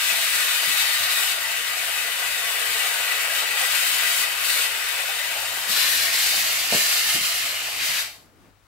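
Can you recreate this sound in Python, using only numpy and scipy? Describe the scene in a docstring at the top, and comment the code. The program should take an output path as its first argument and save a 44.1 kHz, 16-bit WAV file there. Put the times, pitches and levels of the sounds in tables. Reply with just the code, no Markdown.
"""A gas torch roars on the lip of a crucible held over a mould on a workbench.
The flame is turbulent noise; it hisses harder where its jet meets an edge and whistles across a gap.
The crucible swings away, changing the resonances that colour the flame, then knocks down on the bench.
The valve closes and the last gas flares softly, leaving room noise and a faint mains hum."""
import sys
import numpy as np
from scipy import signal
from scipy.fft import rfft, irfft, next_fast_len
from scipy.io import wavfile
from scipy.ndimage import map_coordinates

SR = 44100
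rng = np.random.default_rng(int(sys.argv[2]) if len(sys.argv) > 2 else 0)


def dump_mix(stems):
    """Bounce the given channels to the path in sys.argv[1] as a 16-bit WAV at rate SR."""
    frames = np.atleast_2d(stems).T  # one column per channel
    limited = np.clip(frames, -1, 1)  # hard clip at full scale
    pcm = np.round(limited * 32767).astype(np.int16)
    wavfile.write(sys.argv[1], SR, pcm)


N = 382331
TIME_S = np.arange(N) / SR
SHUT_S = 8.003  # valve closes
SIDE = np.array([[0.5], [-0.5]])  # splits a left-minus-right value between channels


def flame():
    """Soft plume, roaring core and hissing jet that bites and flutters on an edge; all die at shut-off."""
    # slow drift with the hand: (time [s], roar [dB], hiss [dB], plume [dB])
    drift = [(0, -30.5, -33, -43), (1.15, -32.5, -34, -40.5), (1.7, -32, -33.5, -43.5),
             (2.35, -31.5, -33, -41), (2.8, -30, -30.5, -39.5), (3.55, -31, -34, -38),
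             (4.35, -32, -34, -42.5), (4.8, -31.5, -33.5, -41.5), (5.5, -34.5, -34, -40),
             (6.4, -33.5, -34.5, -44.5), (7.7, -34.5, -35, -47)]
    # spectra: (frequency [Hz], density [dB])
    plume_spectrum = [(100, -35), (170, -28), (230, -21), (290, -12), (380, -12), (445, 1), (510, -1.5),
                      (580, 2), (700, 4.5), (850, 5), (1000, 1.7), (1300, -0.5), (1700, 0), (3000, -40)]
    roar_spectrum = [(600, -49), (950, -8), (1250, -6.8), (1600, -4.5), (2000, -3), (2750, 0.8), (3300, -4),
                     (4300, -9.5), (5500, -12.5), (8000, -22), (15000, -51)]
    hiss_spectrum = [(900, -23), (1800, -6), (3000, 1.5), (4300, 2.5), (5800, -0.85), (7300, 2),
                     (10000, -2.5), (12500, 0.4), (14500, -3), (15800, -7.5)]
    bite_spectrum = [(2500, -37), (3600, 2.5), (4200, 1), (4800, -1.5), (5700, -7.5), (8000, -29)]
    plume_fall_db_per_s, roar_fall_db_per_s, jet_fall_db_per_s = 79, 151, 125
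    roar_db, hiss_db, plume_db = curves(drift)
    roar_lift_db, hiss_lift_db, on_edge, bite_gain = surges()
    closed_s, flicker = since(SHUT_S), wobble(60)
    flutter_db = 0.62 * on_edge * wobble(25)
    plume_db -= plume_fall_db_per_s * closed_s
    roar_db += roar_lift_db - roar_fall_db_per_s * closed_s
    jet_db = 0.53 * flicker + flutter_db - jet_fall_db_per_s * closed_s
    plume = amp(plume_db + 2.0 * wobble(55)) * rush(plume_spectrum)
    roar = amp(roar_db + 0.56 * flicker) * rush(roar_spectrum)
    hiss = amp(hiss_db + hiss_lift_db + jet_db + 0.64 * wobble(160)) * rush(hiss_spectrum)
    bite = bite_gain * amp(jet_db) * rush(bite_spectrum)
    return eddies(plume + roar + hiss + bite, depth_db=1.8, width_hz=130, life_s=0.09)


def surges():
    """Jet on an edge: hiss catches, roar and bite swell at their own rate, all slip off together."""
    # (start [s], end [s], first hiss lift [dB], last hiss lift [dB], roar's share of lift [ratio],
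    #  bite [dB], swell time [s])
    edge_contacts = [(0, 0.773, 4.5, 5, 0.42, -39.5, 0.02), (0.792, 0.826, 5, 6, 0.42, -34, 0.038),
                     (.855, 1.066, 4, 4, 0.67, -35.5, .03), (1.098, 1.314, 5.5, 5, 0.45, -38, .03),
                     (3.346, 3.406, 5, 2.5, 0.33, -52, .03), (3.572, 4.227, 5.5, 6.5, 0.42, -52, 0.03),
                     (4.426, 4.638, 5, 6.9, 0.39, -39, 0.049), (5.694, 5.84, 7.5, 8, 0.8, -31.5, 0.095),
                     (5.867, 6.121, 9, 5.5, 0.6, -45, 0.036), (6.135, 6.332, 8, 9, 0.38, -36, 0.03),
                     (6.361, 6.69, 7.5, 5, 0.55, -46, 0.043), (6.714, 7.148, 9.5, 8.5, 0.5, -38.5, 0.027),
                     (7.174, 7.5, 7, 3.5, 0.39, -43, 0.051), (7.816, 8.2, 6, 1, 0.62, -40, .012)]
    catch_s, slip_s = 0.046, 0.048
    roar_db, hiss_db, on_edge, bite_gain = np.zeros((4, N))
    for start_s, end_s, first_db, last_db, roar_share, bite_db, swell_s in edge_contacts:
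        release = 1 - ramp(end_s, slip_s)
        held = ramp(start_s - catch_s / 2, catch_s) * release
        swell = ramp(start_s - catch_s / 2, swell_s) * release
        lift_db = first_db + (last_db - first_db) * ramp(start_s, end_s - start_s) ** 1.3
        roar_db += swell * roar_share * lift_db
        hiss_db += held * lift_db
        on_edge += held
        bite_gain += swell * amp(bite_db)
    return roar_db, hiss_db, on_edge, bite_gain


def eddies(x, depth_db, width_hz, life_s):
    """Eddies and small hand moves swell and fade narrow bands, least in the high hiss."""
    hz, t, spectra = signal.stft(x, SR, nperseg=1024)
    rows, cols = np.meshgrid(hz / width_hz, t / life_s, indexing="ij")
    knots = rng.standard_normal((int(rows.max()) + 3, int(cols.max()) + 3))
    field = map_coordinates(knots, [rows, cols], order=2)
    gain_db = depth_db * field / np.sqrt(1 + (hz[:, None] / 9000) ** 2)
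    return signal.istft(spectra * amp(gain_db), SR, nperseg=1024)[1][:, :N]


def torch():
    """The flame's colour follows it from the mould over the crucible's rim into the bowl."""
    # (time [s], place [0 lip over mould, 1 rim, 2 bowl], left minus right [dB])
    swing = [(0, 0.1, -0.032), (2.5, 0, 0.52), (5.55, 0.23, 0.55), (5.76, 0.84, 1.1), (6.2, 1.1, 0.091),
             (7.2, 2.5, -1.7), (7.9, 1.5, -0.27)]
    # resonances at each place: (centre [Hz], width [Hz], lift [dB])
    mould_modes = [(496, 25, -2), (613, 20, -6), (850, 33, -9), (1020, 45, -9), (1230, 92, 5.5),
                   (1313, 41, -5), (1465, 100, 4.5), (1570, 110, 2.5), (1750, 54, -2.5), (1822, 32, 6.5),
                   (1917, 33, 5.5), (1970, 53, 11), (2250, 40, 4), (2366, 200, -2), (2570, 97, 4.5),
                   (2740, 75, 0), (2945, 130, 4), (3130, 94, 2.5), (3310, 110, -3.5), (3537, 100, 5.5),
                   (3854, 56, 7.5), (3950, 75, 1.5), (4230, 81, 3.5), (4680, 96, 5), (4800, 110, -2.5),
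                   (7650, 600, 1.5), (8560, 450, 2.5), (8830, 300, 2.5), (10560, 260, 4)]
    rim_modes = [(675, 66, 3), (944, 87, -7), (1350, 67, -1), (1540, 130, 4), (1840, 150, 6.5),
                 (2070, 140, 3.5), (2500, 150, 0), (2800, 120, -2), (2920, 130, 5.5), (3100, 160, -3),
                 (3500, 130, 3.5), (3900, 150, 0), (4120, 150, 5), (4600, 200, 3), (5500, 900, 3)]
    bowl_modes = [(684, 140, 4.5), (930, 71, -9), (1230, 49, 4), (1560, 110, -2), (1770, 100, 4),
                  (2056, 92, 6.5), (2330, 170, -2.8), (2790, 260, 1.5), (3060, 150, 2.5), (3400, 270, -2.5),
                  (4500, 2500, 2.5)]
    # balance: (frequency [Hz], left minus right [dB])
    mould_balance = [(300, 3), (550, 1), (720, -4), (950, 0.5), (1240, 1), (1330, -4), (1480, 5),
                     (1700, 2.5), (2000, 3), (3500, 4.5), (6000, 1), (7400, 2.5), (9000, 12), (12300, 7),
                     (14500, 11)]
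    bowl_balance = [(300, 4), (680, -1.5), (1100, 3.5), (1700, -1), (5000, 3.5), (7400, -0.5), (9000, 10),
                    (12300, 7.5), (14300, 5), (15700, 3)]
    place, left_db = curves(swing)
    spots = [surfaces(flame(), mould_modes, mould_balance, place, glide=0.005, lag_ms=0.068),
             surfaces(flame(), rim_modes, bowl_balance, place - 1, glide=0.16, lag_ms=0.0036),
             surfaces(flame(), bowl_modes, bowl_balance, place - 2, glide=0.033, lag_ms=-0.028)]
    power_shares = [np.clip(1 - abs(np.clip(place, 0, 2) - k), 0, 1) for k in range(3)]
    blend = sum(np.sqrt(share) * spot for share, spot in zip(power_shares, spots))
    panned = blend * amp(left_db * SIDE)
    return bench_echoes(panned, place, echo_db=-6, reach_ms=9, sway_ms=0.045, swing_ms=0.7, count=8)


def surfaces(x, resonances, balance, offset, glide, lag_ms):
    """Nearby surfaces colour the flame; resonances glide as it passes, and one channel leads."""
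    hz, t, spectra = signal.stft(x, SR, nperseg=4096)
    hz, side = hz[:, None], SIDE[:, :, None]
    stretch = np.exp(glide * np.interp(t, TIME_S, offset))
    lift_db = sum(db * peak(hz / stretch, centre_hz, width_hz) for centre_hz, width_hz, db in resonances)
    colour = amp(lift_db + side * along(balance, hz))
    lag = np.exp(2j * np.pi * hz * side * lag_ms / 1000)
    return signal.istft(spectra * colour * lag, SR, nperseg=4096)[1][:, :N]


def whistle(pitch_hz=2014, width_hz=36):
    """The gap at the mould resonates breathily when the jet blows straight across it."""
    # (time [s], Gaussian sigma [s], level [dB])
    swells = [(0.95, .07, -48), (3.75, 0.057, -39), (4.07, .08, -35), (5.22, 0.049, -35)]
    ring = unit(filtered(rng.standard_normal((1, N)), lambda hz: peak(hz, pitch_hz, width_hz)))
    envelope = sum(amp(db) * gaussian(at_s, sigma_s) for at_s, sigma_s, db in swells)
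    return envelope * ring * amp(3 * SIDE)


def buffet():
    """The loose flame rumbles in uneven lumps, more once it is carried through the air."""
    # (frequency [Hz], density [dB])
    spectrum = [(25, -14), (55, -17), (100, 5), (130, 1), (160, -21), (195, -11), (300, -2.5), (500, -9),
                (1200, -52)]
    move_s, rise_s = 5.27, 0.38  # crucible leaves the mould
    rest_db, settle_db_per_s, fall_db_per_s = -69, 1.5, 27
    carried_db = 13.5 * ramp(move_s, rise_s) - settle_db_per_s * since(move_s + rise_s)
    level_db = rest_db + carried_db - fall_db_per_s * since(SHUT_S)
    return amp(level_db + 3.2 * wobble(14)) * rush(spectrum) * amp(2 * SIDE)


def puffs(low_hz=145, spread=0.14, rise_per_t60=0.076):
    """Pockets of gas catch at once: low bursts; the quicker they rise, the sooner they die."""
    # (time [s], level [dB], t60 [s], upper edge [Hz])
    bursts = [(0.12, -54, 0.16, 220), (0.681, -48.5, 0.2, 300), (1.021, -54, 0.33, 120),
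              (5.701, -47.5, 0.3, 250), (5.859, -53, 0.29, 140), (6.368, -52, 0.36, 268),
              (7.908, -50.5, 0.25, 170)]
    out, t = np.zeros((2, N + 2 * SR)), np.arange(-SR // 4, SR // 2) / SR
    for at_s, db, t60_s, edge_hz in bursts:
        mid, side = rng.standard_normal((2, len(t)))
        noise = np.array([mid + spread * side, mid - spread * side])
        burst = unit(filtered(noise, lambda hz: passband(hz, low_hz, edge_hz)))
        rise = np.exp(-(t / (rise_per_t60 * t60_s)) ** 2)
        envelope = np.where(t < 0, rise, decay(abs(t), t60_s))
        start = round((at_s + t[0]) * SR) + SR
        out[:, start:start + len(t)] += amp(db) * envelope * burst
    return out[:, SR:SR + N]


def flares(sigma_s=0.051):
    """Gas left in the torch burns off in soft swells."""
    # (time [s], level [dB])
    swells = [(8.25, -57.5), (8.455, -56)]
    # (frequency [Hz], density [dB])
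    spectrum = [(40, -16), (130, -2.5), (330, -1), (600, -9), (1500, -16), (3500, -25.5), (12000, -33)]
    return sum(amp(db) * gaussian(at_s, sigma_s) for at_s, db in swells) * rush(spectrum)


def knocks(attack_s=0.0021, scatter_db=2, spread_rad=0.23):
    """The crucible lands and rocks: each contact thuds and rings the bench, soft ones only its low modes."""
    # (time [s], level [dB], upper edge [Hz])
    contacts = [(6.721, -30, 950), (6.745, -34, 700), (7.144, -45, 300), (7.154, -36, 300),
                (7.208, -45, 250)]
    # bench and its plate: (frequency [Hz], level [dB], t60 [s])
    bench_modes = [(192, -7.5, 0.24), (251, -8, 0.17), (385, 1, 0.23), (458, -7, 0.2), (546, -4, 0.23),
                   (599, 1, 0.17), (682, 3, 0.2), (765, 0, .1)]
    out, t = np.zeros((2, N + SR)), np.arange(SR // 2) / SR
    attack = 1 - np.exp(-t / attack_s)
    for at_s, db, edge_hz in contacts:
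        contact = lambda hz: passband(hz, low_hz=100, edge_hz=edge_hz)
        ring = np.zeros((2, len(t)))
        for hz, mode_db, t60_s in bench_modes:
            gain = amp(mode_db + scatter_db * rng.normal()) * contact(hz)
            phase = 2 * np.pi * (hz * t + rng.random()) + spread_rad * rng.standard_normal((2, 1))
            ring += gain * decay(t, t60_s) * np.sin(phase)
        dull_noise = unit(filtered(rng.standard_normal((1, len(t))), contact))
        thud = amp(6.5) * decay(t, t60_s=0.092) * dull_noise
        start = round(at_s * SR)
        out[:, start:start + len(t)] += amp(db) * attack * (ring + thud)
    return out[:, :N]


def bench_echoes(x, place, echo_db, reach_ms, sway_ms, swing_ms, count):
    """Echoes off bench and tools comb the treble; paths shift with hand sway and crucible swing."""
    now, echoes = np.arange(N), np.zeros((2, N))
    for channel in range(2):
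        for _ in range(count):
            polarity = rng.choice([-1, 1])
            delay_ms = rng.uniform(0.1, 1) * reach_ms + sway_ms * wobble(1.98)
            delay_ms += rng.uniform(-1.01, 1) * swing_ms * place
            echoes[channel] += polarity * np.interp(now - delay_ms * SR / 1000, now, x[channel])
    highpass = lambda hz: hz ** 4 / (hz ** 4 + 4500 ** 4)  # small things reflect only short waves
    return x + amp(echo_db) * filtered(echoes / np.sqrt(count), highpass)


def walls(x):
    """Short workshop reverberation, with its own tail in each channel."""
    # (frequency [Hz], t60 [s])
    reverb_times = [(200, 0.076), (2000, 0.21), (12000, 0.088)]
    hz, t, spectra = signal.stft(rng.standard_normal((2, SR // 2)), SR, nperseg=256)
    tail = signal.istft(spectra * decay(t, along(reverb_times, hz)[:, None]), SR, nperseg=256)[1]
    return signal.fftconvolve(x, tail / np.linalg.norm(tail[0]), axes=1)[:, :N]


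def workshop():
    """Low room noise and a slightly unsteady mains hum."""
    # (frequency [Hz], level [dB])
    hum_partials = [(52, -73.5), (102.8, -68.5)]
    # (frequency [Hz], density [dB])
    room_spectrum = [(20, -8), (50, 6.5), (80, 1), (130, -2.5), (250, -13), (500, -8), (1200, -7),
                     (2500, -13), (6000, -19), (15000, -24.5)]
    hum = np.zeros(N)
    for hz, db in hum_partials:
        gain = np.sqrt(2) * amp(db + 0.66 * wobble(4))
        hum += gain * np.sin(2 * np.pi * hz * TIME_S + 0.38 * wobble(2.1))
    room_noise = amp(-61.5 + wobble(11)) * rush(room_spectrum)
    return (room_noise + hum) * amp([[2.5], [-4.5]])


def rush(spectrum):
    """Turbulent stereo noise, most alike between channels in the low mids."""
    # (frequency [Hz], left-right correlation [ratio])
    correlation = [(50, .1), (110, 0.18), (220, 0.83), (450, 1), (800, 0.43), (1200, 0.24), (2600, 0.52),
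                   (4000, 0.29), (5500, 0.24), (8000, 0.025), (15000, 0.11)]

    def colour(hz):
        angle = np.arccos(along(correlation, hz)) / 2
        return amp(along(spectrum, hz)) * np.array([np.cos(angle), np.sin(angle)])
    mid, side = filtered(rng.standard_normal((2, N)), colour)
    return unit(np.array([mid + side, mid - side]))


def filtered(x, response):
    """Apply a gain given as a function of frequency."""
    size = next_fast_len(x.shape[-1] + 8192)
    gain = response(np.fft.rfftfreq(size, 1 / SR))
    return irfft(rfft(x, size) * gain, size)[..., :x.shape[-1]]


def passband(hz, low_hz, edge_hz):
    """Band gain: gentle lower edge, steep upper edge."""
    return (hz / low_hz) ** 2 / np.sqrt((1 + (hz / low_hz) ** 4) * (1 + (hz / edge_hz) ** 8))


def peak(hz, centre_hz, width_hz):
    """Resonance curve of height 1."""
    return 1 / (1 + (2 * (hz - centre_hz) / width_hz) ** 2)


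def along(points, hz):
    """Interpolate (frequency, value) points on a log axis."""
    knots_hz, values = np.transpose(points)
    return np.interp(np.log(hz + 1), np.log(knots_hz + 1), values)


def curves(rows):
    """One value per sample for each column after the time."""
    times_s, *columns = np.transpose(rows)
    return [np.interp(TIME_S, times_s, column) for column in columns]


def wobble(knots_per_s):
    """Smooth random curve."""
    knots = rng.standard_normal(int(N * knots_per_s / SR) + 4)
    return map_coordinates(knots, [TIME_S * knots_per_s])


def ramp(start_s, length_s):
    """Linear rise from 0 to 1."""
    return np.clip((TIME_S - start_s) / length_s, 0, 1)


def since(start_s):
    """Seconds since start_s, 0 before it."""
    return np.maximum(TIME_S - start_s, 0)


def gaussian(at_s, sigma_s):
    """Bell-shaped swell of height 1."""
    return np.exp(-((TIME_S - at_s) / sigma_s) ** 2 / 2)


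def decay(t, t60_s):
    """Falls 60 dB in t60_s."""
    return 10 ** (-3 * t / t60_s)


def amp(db):
    """Decibels to gain."""
    return 10 ** (np.asarray(db) / 20)


def unit(channels):
    """Scale so the channel mean has rms 1."""
    return channels / np.sqrt(np.mean(channels.mean(axis=0) ** 2) + 1e-20)


def scene():
    """Torch and crucible in the workshop."""
    near = torch() + whistle() + buffet() + puffs() + flares() + knocks()
    return near + amp(-8.5) * walls(near) + workshop()


def record(dry):
    """Brick-wall low-pass."""
    return filtered(dry, lambda hz: hz < 15750)


dry = scene()
out = record(dry)
dump_mix(out)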